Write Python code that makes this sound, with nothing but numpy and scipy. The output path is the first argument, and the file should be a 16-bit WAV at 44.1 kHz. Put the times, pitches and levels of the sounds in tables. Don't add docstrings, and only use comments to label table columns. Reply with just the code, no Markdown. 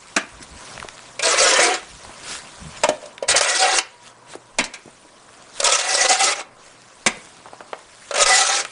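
import sys
import numpy as np
from scipy import signal
from scipy.fft import rfft, irfft, next_fast_len
from scipy.io import wavfile
from scipy.ndimage import uniform_filter1d, map_coordinates

SR = 44100
rng = np.random.default_rng(int(sys.argv[2]) if len(sys.argv) > 2 else 0)


def transcribe(signal):
    frames = np.atleast_2d(signal).T
    limited = np.clip(frames, -1, 1)
    pcm = np.round(limited * 32767).astype(np.int16)
    wavfile.write(sys.argv[1], SR, pcm)


N = 384111

# pitch in Hz, width in Hz (narrow ones are widened later),
# relative level in dB.
UPPER_MODES = [(890, 51, -24.5), (979, 22.3, 8.5), (1105, 200, -2), (1224, 15, 9.5), (1429, 40, 7),
               (1458, 13, -11.5), (1613, 37, 5.5), (1817, 25, 9.5), (2176, 37, 2.5), (2294, 17, 9),
               (2440, 35, -1), (2780, 81, -2), (2750, 26, 4), (3057, 24, 8), (3345, 19, 3), (3890, 38, 6)]
# frequency in Hz, relative level in dB.
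HISS = [(1410, -22.5), (2400, -14.5), (3130, -5), (3700, 1.5), (4220, 1), (6740, 2), (9150, -2.5),
        (10100, -10.5), (13100, -89), (22000, -120)]
# frequency in Hz, relative level in dB.
BODY = [(200, -18.5), (300, -15), (400, 0.5), (700, 6.5), (1500, 4.5), (2800, 4), (4000, -46.5)]


def amp(db):
    return 10 ** (np.asarray(db) / 20)


def unit(x):
    return x / np.sqrt(np.mean(x ** 2) + 1e-20)


def along(points, hz):
    f, v = np.transpose(points)
    return np.interp(np.log(hz + 1), np.log(f + 1), v)


def curves(tables):
    s, *columns = np.concatenate(tables).T
    return [np.interp(np.arange(N) / SR, s, column) for column in columns]


def wobble(rate, depth_db=None):
    step = 32
    knots = rng.standard_normal(int(N * rate / SR) + 4)
    coarse = map_coordinates(knots, [np.arange(0, N + step, step) * rate / SR])
    if depth_db is not None:
        coarse = amp(depth_db * coarse)
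    return np.interp(np.arange(N) / step, np.arange(len(coarse)), coarse)


def swells(times, half, level_db, sizes=amp):
    step = 32
    t = np.arange(0, N + step, step) / SR
    bells = sum(sizes(db) * np.exp(-.5 * ((t - s) / h) ** 2) for s, h, db in zip(times, half, level_db))
    return np.interp(np.arange(N) / SR, t, bells)


def bursts(times, level_db, t60, rise):
    out, t = np.zeros(N + SR), np.arange(SR // 4) / SR
    for s, db, life, up in np.broadcast(times, level_db, t60, rise):
        attack = (1 - np.exp(-t / max(up, 1 / SR))) ** 2
        decay = np.exp(-np.log(1000) * t / max(life, .005))
        out[round(s * SR):][:len(t)] += amp(db) * decay * attack
    return out[:N]


def filtered(x, response):
    m = next_fast_len(N + SR // 2)
    return irfft(rfft(x, m) * response(np.fft.rfftfreq(m, 1 / SR)), m)[..., :N]


def colour(points):
    return lambda f: amp(along(points, f))


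def modes(table):
    least_hz = 28

    def response(f):
        total = 0
        for k, (centre, width, db) in enumerate(table):
            loss = 1j * f * max(width, least_hz)
            total = total + (-1) ** k * amp(db) * loss / (centre * centre - f * f + loss)
        return total
    return response


def power_gain(response):
    return np.sqrt(np.mean(np.abs(response(np.arange(1, SR // 2))) ** 2))


def driven(source, response, envelope):
    return filtered(source * envelope, response) / power_gain(response)


def shifting(table, source, envelope, depth_db, rate):
    least_hz, never_still = 38, 1e-9
    push, total = source * (envelope + never_still), 0
    for k, (hz, width_hz, db) in enumerate(table):
        b, a = signal.iirpeak(hz, hz / max(width_hz, least_hz), SR)
        total = total + (-1) ** k * amp(db) * signal.lfilter(b, a, push * wobble(rate, depth_db))
    return total / power_gain(modes(table))


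def grit(per_s, spread_db, smooth):
    breaks = rng.random(N) < per_s / SR
    snaps = breaks * amp(spread_db * rng.standard_normal(N)) * rng.standard_normal(N)
    share = np.clip(smooth, 0, 1)
    return np.sqrt(1 - share) * unit(snaps) + np.sqrt(share) * rng.standard_normal(N)


def patchy(x, depth_db):
    z = signal.stft(x, nperseg=256)[2]
    field = uniform_filter1d(uniform_filter1d(rng.standard_normal(z.shape), 5, 0), 7, 1)
    return signal.istft(z * amp(depth_db * unit(field)), nperseg=256)[1][:N]


def tone(hz, width_hz):
    return unit(filtered(rng.standard_normal(N), lambda f: 1 / (1 + ((f - hz) / width_hz) ** 2)))


def around():
    # time in seconds, murmur level in dB, rustle level in dB.
    levels = [
        [(0.0, -52, -46.5), (0.52, -49.5, -47.5), (0.722, -43.5, -44), (0.94, -48.5, -46.5), (1.17, -48, -47)],
        [(1.87, -54, -44), (2.084, -45, -43), (2.23, -43, -45), (2.512, -49, -44), (2.8, -45, -42)],
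        [(2.98, -55, -46), (3.032, -46, -44.5), (3.25, -51, -57.5)],
        [(3.9, -57, -52.5), (4.094, -51, -57.5), (4.704, -53, -51), (5.276, -51, -52), (5.57, -50, -49.5)],
        [(6.47, -49, -56), (6.984, -53, -49), (7.156, -51, -44.5), (7.658, -50, -53), (8.08, -54, -43.5)],
    ]
    # centre in seconds, level in dB, half length in seconds.
    swishes = [(0.434, -44, 0.0097), (0.693, -45.5, 0.073), (2.318, -33.5, 0.043), (4.07, -47, 0.031),
               (4.322, -41.5, 0.023), (5.594, -40, 0.034), (6.65, -52, 0.041)]
    # frequency in Hz, relative level in dB.
    murmur_colour = [(59, -48), (100, -7), (480, -4), (528, -2), (712, -2), (923, -6.5), (1000, 0),
                     (1120, -3), (2600, -19), (3380, -86.5), (5720, -120)]
    # frequency in Hz, relative level in dB.
    rustle_colour = [(880, -7.5), (1500, -2), (1650, -3.5), (1800, -3.5), (1970, -3.5), (8520, -6.5),
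                     (10100, -9.5), (13100, -60), (22000, -120)]
    tone_fades_s, tone_fade_db = 4.6, -7
    murmur_db, rustle_db = curves(levels)
    s, swish_db, half = np.transpose(swishes)
    far = grit(per_s=600, spread_db=3, smooth=.8)
    murmur = unit(filtered(patchy(far, depth_db=1.5), colour(murmur_colour)))
    murmur = murmur * wobble(6, depth_db=-0.7)
    rustle = unit(filtered(patchy(far[::-1], depth_db=2.5), colour(rustle_colour)))
    rustle = rustle * wobble(6, depth_db=1.1)
    tone_db = -60.5 + 3.3 * wobble(3) + tone_fade_db * (np.arange(N) / SR > tone_fades_s)
    return (amp(murmur_db) * murmur + (amp(rustle_db) + swells(s, half, swish_db)) * rustle
            + amp(tone_db) * tone(hz=963, width_hz=5.4))


def low_end():
    # centre in seconds, half length in seconds, buffet level in dB, rumble level in dB.
    bumps = [(0.42, .05, -65, -46), (0.546, .03, -64, -44), (0.82, .07, -59, -47), (1.45, .04, -44, -51),
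             (1.62, .06, -49, -54.5), (1.932, .03, -59, -41), (2.077, .03, -60, -48),
             (2.654, .04, -66, -38), (2.843, .05, -55, -41.5), (3.33, .05, -49, -46),
             (3.754, .02, -53, -65), (4.605, .04, -45, -52), (5.67, .04, -37, -56), (6.023, .05, -48, -69),
             (7.08, .04, -59, -56), (8.26, .03, -42, -47)]
    # buffet in dB, rumble in dB, fuzzy hum in dB.
    calm_db = (-72, -72.5, -69.5)
    # start in seconds, end in seconds, level in dB.
    hums = [(0.606, 1.5, -54.5), (3.603, 4.504, -62.5)]
    # frequency in Hz, relative level in dB.
    buffet_colour = [(8, -12), (15, 23), (35, -0.5), (55, -22), (120, -81)]
    # frequency in Hz, relative level in dB.
    rumble_colour = [(26, -39), (45, 1.5), (119, -8), (151, -6), (250, -13.5), (320, -37), (550, -120)]
    hum_hz = 122.1
    s, half, buffet_db, rumble_db = np.transpose(bumps)
    calm, t = amp(calm_db), np.arange(N) / SR
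    buffet = unit(amp(3.2 * wobble(5.4)) * filtered(rng.standard_normal(N), colour(buffet_colour)))
    rumble = unit(amp(5.3 * wobble(13)) * filtered(rng.standard_normal(N), colour(rumble_colour)))
    hum_level = uniform_filter1d(sum(amp(db) * (t > a) * (t < b) for a, b, db in hums), size=6000)
    hum = np.sin(2 * np.pi * np.cumsum(hum_hz + 1.5 * wobble(6)) / SR)
    return ((calm[0] + swells(s, half, buffet_db)) * buffet
            + (calm[1] + swells(s, half, rumble_db)) * rumble
            + calm[2] * tone(hum_hz, width_hz=2.3)
            + hum_level * wobble(9.5, depth_db=2) * hum)


def chops():
    # start in seconds, blow level in dB, thud in dB over the blow,
    # belly mode in dB over the blow, belly mode in Hz, clack in Hz, spray in dB over the blow,
    # basic decay time in seconds (each layer takes its own share of it).
    blows = [(0.163, -4, -7.5, -14, 649, 1630, -5, 0.11), (1.1914, -10, -40, -2.5, 563, 2420, -2.5, 0.07),
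             (1.2241, -17.5, -24, -4, 537, 900, -1, .11), (2.8345, -3, -20, -0.5, 600, 940, -4, 0.091),
             (2.8877, -12, -5, 9, 610, 950, 1, 0.087), (3.026, -41, -14, 13, 597, 961, -6, .16),
             (3.055, -35.5, -15, 4, 598, 904, 3, 0.12), (3.2246, -18, -16, 10, 550, 1000, -8.5, .077),
             (3.2908, -14, -45, 5.5, 542, 2770, -15, 0.072), (4.585, -2.5, -16.5, -24, 685, 2220, -4, 0.1),
             (4.6055, -22.5, 3.5, -8, 500, 2320, -0.5, .1), (4.639, -30.5, -5, -7, 603, 1670, 10, 0.17),
             (4.736, -24, -33, -33, 514, 2280, 0, 0.13), (5.5995, -10, -36, 2, 570, 1260, 9.5, 0.06),
             (5.628, -10, -30, 2, 556, 1260, -3, .07), (7.0621, -2, -12, -18.5, 513, 2200, -3.5, 0.079),
             (7.0695, -9.5, -13, -10, 487, 2150, 7, 0.065), (8.1085, -11.5, -40, 6, 567, 1300, -2, .055),
             (8.1385, -10, -30, -1, 575, 1540, -3, .08)]
    s, db, thud_db, belly_db, belly_hz, clack_hz, spray_db, t60 = np.transpose(blows)
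    rise = 0.0008 + 0.00006 * np.abs(thud_db)
    blow = grit(per_s=5000, spread_db=1, smooth=0.41)
    shake = bursts(s, db - 16.0, t60, rise) + bursts(s, db - 5, 0.14 * t60, rise)
    knock, t = np.zeros(N + SR), np.arange(SR // 4) / SR
    for start, peak_db, low_db, low_hz, hz, life, up in zip(s, db, belly_db, belly_hz, clack_hz, t60, rise):
        fade = amp(-60 * t / life) * (1 - np.exp(-t / up)) ** 2
        turn = 2 * np.pi * low_hz * t
        belly = np.sin(turn) + 0.48 * np.sin(1.09 * turn) + 0.39 * np.sin(.9 * turn)
        clack = unit(signal.lfilter(*signal.iirpeak(hz, 9, SR), rng.standard_normal(len(t))))
        hit = amp(low_db) * belly * fade ** 1.26 + amp(-10) * clack * fade ** 0.87
        knock[round(start * SR):][:len(t)] += amp(peak_db) * hit
    ringing = shifting(UPPER_MODES, blow, shake, depth_db=4, rate=5)
    thud_body = modes([(242, 79, 5.3), (389, 21, 1.1)])
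    thud = driven(blow, thud_body, bursts(s, db + thud_db, 0.77 * t60, rise))
    spray = driven(patchy(blow, depth_db=2.5), colour(HISS), bursts(s, db + spray_db, 0.42 * t60, rise))
    return knock[:N] + amp(-1.0) * ringing + amp(2.5) * driven(blow, colour(BODY), shake) + thud + spray


def crunches():
    # start in seconds, clump peak in dB, pitch in Hz,
    # snap in dB over the clump (before it is brightened), decay time of the clump in seconds.
    clods = [(0.407, -31, 149, -11, .07), (0.428, -39.5, 1470, 15.5, .055), (0.7775, -19, 1000, -20, .015),
             (0.8, -21, 2150, -10, .015), (0.827, -17, 1270, -8, .018), (0.846, -24, 447, -29, .03),
             (0.887, -17.5, 2090, -12, .018), (0.98, -30, 3000, -20, .015), (0.992, -27, 1500, -25, .015),
             (1.829, -29, 1060, -5, .045), (2.049, -27.5, 705, -6.5, .04), (2.094, -27, 490, -12, .05),
             (2.351, -21, 1070, -5, .04), (3.18, -20, 2050, -12, .02), (4.336, -24.5, 950, -22.5, .1),
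             (4.353, -20, 308, -10, .037), (4.858, -30, 156, -9.5, .06), (4.878, -27.5, 400, -26, .08),
             (5.05, -39, 304, -22, .06), (5.29, -40, 1410, -10, .07), (6.394, -22, 870, -20, .06),
             (6.408, -20, 790, -16, .06), (7.17, -32, 220, -4, .06), (7.425, -40, 200, -25, .06),
             (7.457, -27, 600, -30, .08), (7.485, -30, 900, -26, .06), (7.533, -24, 710, -30, .06),
             (7.606, -24, 600, -28, .07), (7.731, -12, 800, -38, .05), (7.79, -32, 904, -5, .04),
             (8.65, -16, 1390, -5, .04)]
    small_clods = 24
    out, t = np.zeros(N + SR), np.arange(SR // 5) / SR
    when = rng.random(small_clods)
    size, pitch = rng.standard_normal((small_clods, 2)).T
    small = [(u * N / SR, -43 + 2.5 * a, 450 * np.exp(0.65 * b), -15, .05)
             for u, a, b in zip(when, size, pitch)]
    tick_s, tick_db = 0.001, 1.5
    for s, db, hz, snap_db, t60 in clods + small:
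        b, a = signal.iirpeak(np.clip(hz, 80, 8000), .8, SR)
        grains, snap = rng.standard_normal((2, len(t)))
        envelope = amp(-60 * t / t60) + amp(tick_db) * np.exp(-t / tick_s)
        knock = signal.lfilter(b, a, envelope * grains)
        clump = signal.lfilter(b, a, knock) + amp(-29) * knock
        snap = np.diff(snap, prepend=0) * amp(snap_db - 60 * t / (0.35 * t60))
        out[round(s * SR):][:len(t)] += amp(db) * (clump / np.abs(clump).max() + snap)
    return out[:N]


def touching(tables):
    t = np.arange(N) / SR
    return uniform_filter1d(sum(1. * (t >= rows[0][0]) * (t <= rows[-1][0]) for rows in tables), size=300)


def singing(source, hz, width_hz, steady):
    turn = np.exp(2j * np.pi * np.cumsum(hz) / SR)
    pole = np.exp(-np.pi * width_hz / SR)
    smoothed = signal.lfilter([1], [1, -pole ** 4], source / turn)
    rest = signal.lfilter([1], [1, -pole], smoothed)
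    return unit(np.real(rest / np.abs(rest) ** np.clip(steady, 0, .9) * turn))


def scrape():
    # time in seconds, grating level in dB, hiss in dB over the grating.
    strokes = [
        [(1.22, -38, -1), (1.23, -22, -2), (1.472, -15.5, -2), (1.504, -15.5, -4), (1.534, -14, -5.5),
         (1.564, -16.5, -7.5), (1.592, -14.5, -10), (1.612, -16.5, -1), (1.67, -18, -3.5), (1.752, -23.5, -9.5),
         (1.86, -54.5, 0.5)],
        [(3.28, -34, 0), (3.288, -16, 3), (3.33, -19, 1), (3.352, -16.5, -25.5), (3.364, -16.5, 7.5),
         (3.386, -19, -3.5), (3.584, -23.5, 0), (3.634, -16.5, -5.5), (3.798, -24, -3), (3.836, -52, -7),
         (3.9, -58, -8)],
        [(5.643, -24.5, 6), (5.673, -17, 2.5), (5.831, -25, -0.5), (6.131, -19, 2), (6.185, -27, 3),
         (6.223, -19, -2.5), (6.239, -20, 2.5), (6.315, -18.5, -2.5), (6.373, -29, -11), (6.403, -28, -5.5),
         (6.46, -74, -10)],
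        [(8.155, -19, -11), (8.161, -15.5, -3), (8.235, -16, 0.5), (8.253, -23.5, -5.5), (8.261, -19.5, 2.5),
         (8.307, -16.5, -1), (8.485, -25.5, 6.5), (8.491, -21.5, 2), (8.609, -24.5, 0.5), (8.697, -60, -15.5),
         (8.71, -51, -2)],
    ]
    # share by which its load of snow shifts the pitch of the lowest two modes,
    # low rasp at mid-stroke in dB over the grating.
    loads = [(-0.055, -17), (-0.005, -24), (0.02, -27.5), (0.025, -25)]
    # centre in seconds, half length in seconds,
    # dip of the level in dB.
    skips = [(3.338, 0.0047, -3), (3.405, .006, -13), (5.665, 0.0022, -5.5), (5.684, 0.0019, -11),
             (5.711, .003, -7), (5.771, 0.0075, -10), (6.079, 0.0063, -16.5), (6.167, 0.0089, -5),
             (6.346, 0.0091, -7.5), (8.175, 0.0031, -5), (8.252, 0.0055, -10)]
    # start in seconds, level of the catch in dB,
    # level of the lowest mode in dB.
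    catches = [(1.2684, -18, -11), (1.34, -37, -11), (1.4, -19.5, -15), (1.4604, -21.5, -16.5),
               (1.5898, -29.5, -3), (1.6814, -28, -35), (1.7397, -21, -45), (3.3444, -31.5, -15),
               (3.3786, -13.5, -24.5), (3.4095, -8, -13), (3.4467, -26, -20), (3.599, -32, -25),
               (3.785, -7.5, -45), (5.722, -11.5, -24), (5.949, -17.5, -23.5), (5.9786, -37.5, -17),
               (6.049, -21, -14.5), (6.0974, -20.5, -22.5), (6.1185, -19.5, -15.5), (8.16, -30, -23),
               (8.217, -35, -11), (8.261, -16, -21.5), (8.488, -30, -24)]
    # pitch at mid-stroke in Hz (before load and wander),
    # width in Hz, bend over a stroke in Hz, wander in Hz, level in dB over the grating (before it flickers).
    singers = [(544, 71, 5, 22, -16), (745, 34, 110, 7.7, -15), (978, 35, 5, 16, -18.5),
               (1300, 45, 23, 23, -18.5), (1983, 44, 70, 38, -19)]
    # centre in seconds,
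    # half length in seconds, level in dB over the grating (before it flickers).
    spells_of_modes = [
        [(1.43, 0.018, -6.5), (1.55, 0.011, -8.5), (3.55, 0.021, -6), (3.66, 0.027, -11), (5.69, 0.027, -12),
         (8.31, 0.028, -18)],
        [(1.26, 0.016, -2.5), (1.6, 0.016, -8), (1.69, .03, -5), (3.7, 0.055, -4), (6.02, 0.033, -2.5),
         (6.12, 0.018, -2.5), (6.22, 0.023, -1.5), (8.31, 0.023, -12), (8.39, 0.037, -4), (8.5, 0.077, -13)],
        [(1.27, .015, -10), (1.47, 0.022, -12.5), (1.54, 0.018, -2.5), (1.68, 0.019, -8.5), (3.56, 0.044, -15),
         (5.68, 0.023, -8)],
        [(1.4, 0.0098, -16), (3.42, 0.016, -9), (5.7, 0.048, -7.5), (6.26, 0.061, -10), (8.23, 0.022, -8.5),
         (8.42, 0.019, -6), (8.53, .04, -8.5)],
        [(1.33, 0.016, -12), (1.6, .02, -13.5), (3.51, .025, -7), (3.73, 0.05, -8), (6.0, 0.088, -7.5),
         (6.3, 0.012, -5), (8.33, 0.056, -3)],
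    ]
    # frequency in Hz, relative level in dB.
    rasp_colour = [(150, -33), (230, -19), (330, 5), (430, -0.5), (520, -6.5), (900, -47)]
    grate_db, hiss_db = curves(strokes)
    stroke_ends = [[(rows[0][0], -.5, *load), (rows[-1][0], .5, *load)] for rows, load in zip(strokes, loads)]
    progress, load, rasp_db = curves(stroke_ends)
    stutter = amp(0.72 * wobble(45) + 1.23 * wobble(130))
    skip = amp(-swells(*np.transpose(skips), sizes=np.abs))
    drag = touching(strokes) * amp(grate_db) * stutter * skip
    s, catch_db, catch_low_db = np.transpose(catches)
    catch = bursts(s, catch_db, t60=0.025, rise=0.00026)
    edge = patchy(grit(per_s=6000, spread_db=1.5, smooth=0.73), depth_db=2.0)
    sung = 0
    for k, ((hz, width_hz, bend_hz, wander_hz, db), spells) in enumerate(zip(singers, spells_of_modes)):
        flicker = np.minimum(wobble(32, depth_db=6), 1.3)
        level = drag * (amp(db) + swells(*np.transpose(spells))) * flicker
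        if k == 0:
            level = level + bursts(s, catch_low_db, t60=0.034, rise=0.001)
        pitch = hz * (1 + load * (k < 2)) + bend_hz * progress + wander_hz * wobble(9)
        sung = sung + level * singing(edge, pitch, width_hz, steady=.45)
    ringing = shifting(UPPER_MODES, edge, drag + catch, depth_db=3, rate=11)
    grating = driven(edge, colour(BODY), drag + catch)
    rasp_db = rasp_db + 11 * progress + 3.4 * wobble(12)
    rasp = driven(edge, colour(rasp_colour), drag * amp(rasp_db))
    flutter = np.minimum(wobble(30, depth_db=2.5), 1.2) * wobble(70, depth_db=1.5)
    hiss = driven(patchy(edge, depth_db=2.5), colour(HISS), drag * amp(hiss_db) * flutter + catch)
    return sung + amp(-7.5) * ringing + amp(-6) * grating + rasp + hiss


def yard(x):
    # frequency in Hz, time to fade by 60 dB in seconds.
    fade_times = [(200, 0.37), (2000, 0.38), (10000, 0.051)]
    hz, t, z = signal.stft(rng.standard_normal(SR // 2), SR, nperseg=256)
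    tail = signal.istft(z * amp(-60 * t / along(fade_times, hz)[:, None]), SR, nperseg=256)[1]
    return signal.fftconvolve(np.pad(x, (500, 0)), tail / np.linalg.norm(tail))[:N]


def scene():
    shovels = scrape() + chops() + crunches()
    heard = filtered(shovels + amp(-17.5) * yard(shovels), lambda hz: (1j * hz / (140 + 1j * hz)) ** 2)
    return (heard + around() + low_end())[None]


def record(dry):
    top_hz = 10220
    rounded = dry / (1 + np.abs(dry / .62) ** 4) ** (1 / 4)
    return filtered(rounded, lambda hz: hz < top_hz)


dry = scene()
out = record(dry)
transcribe(out)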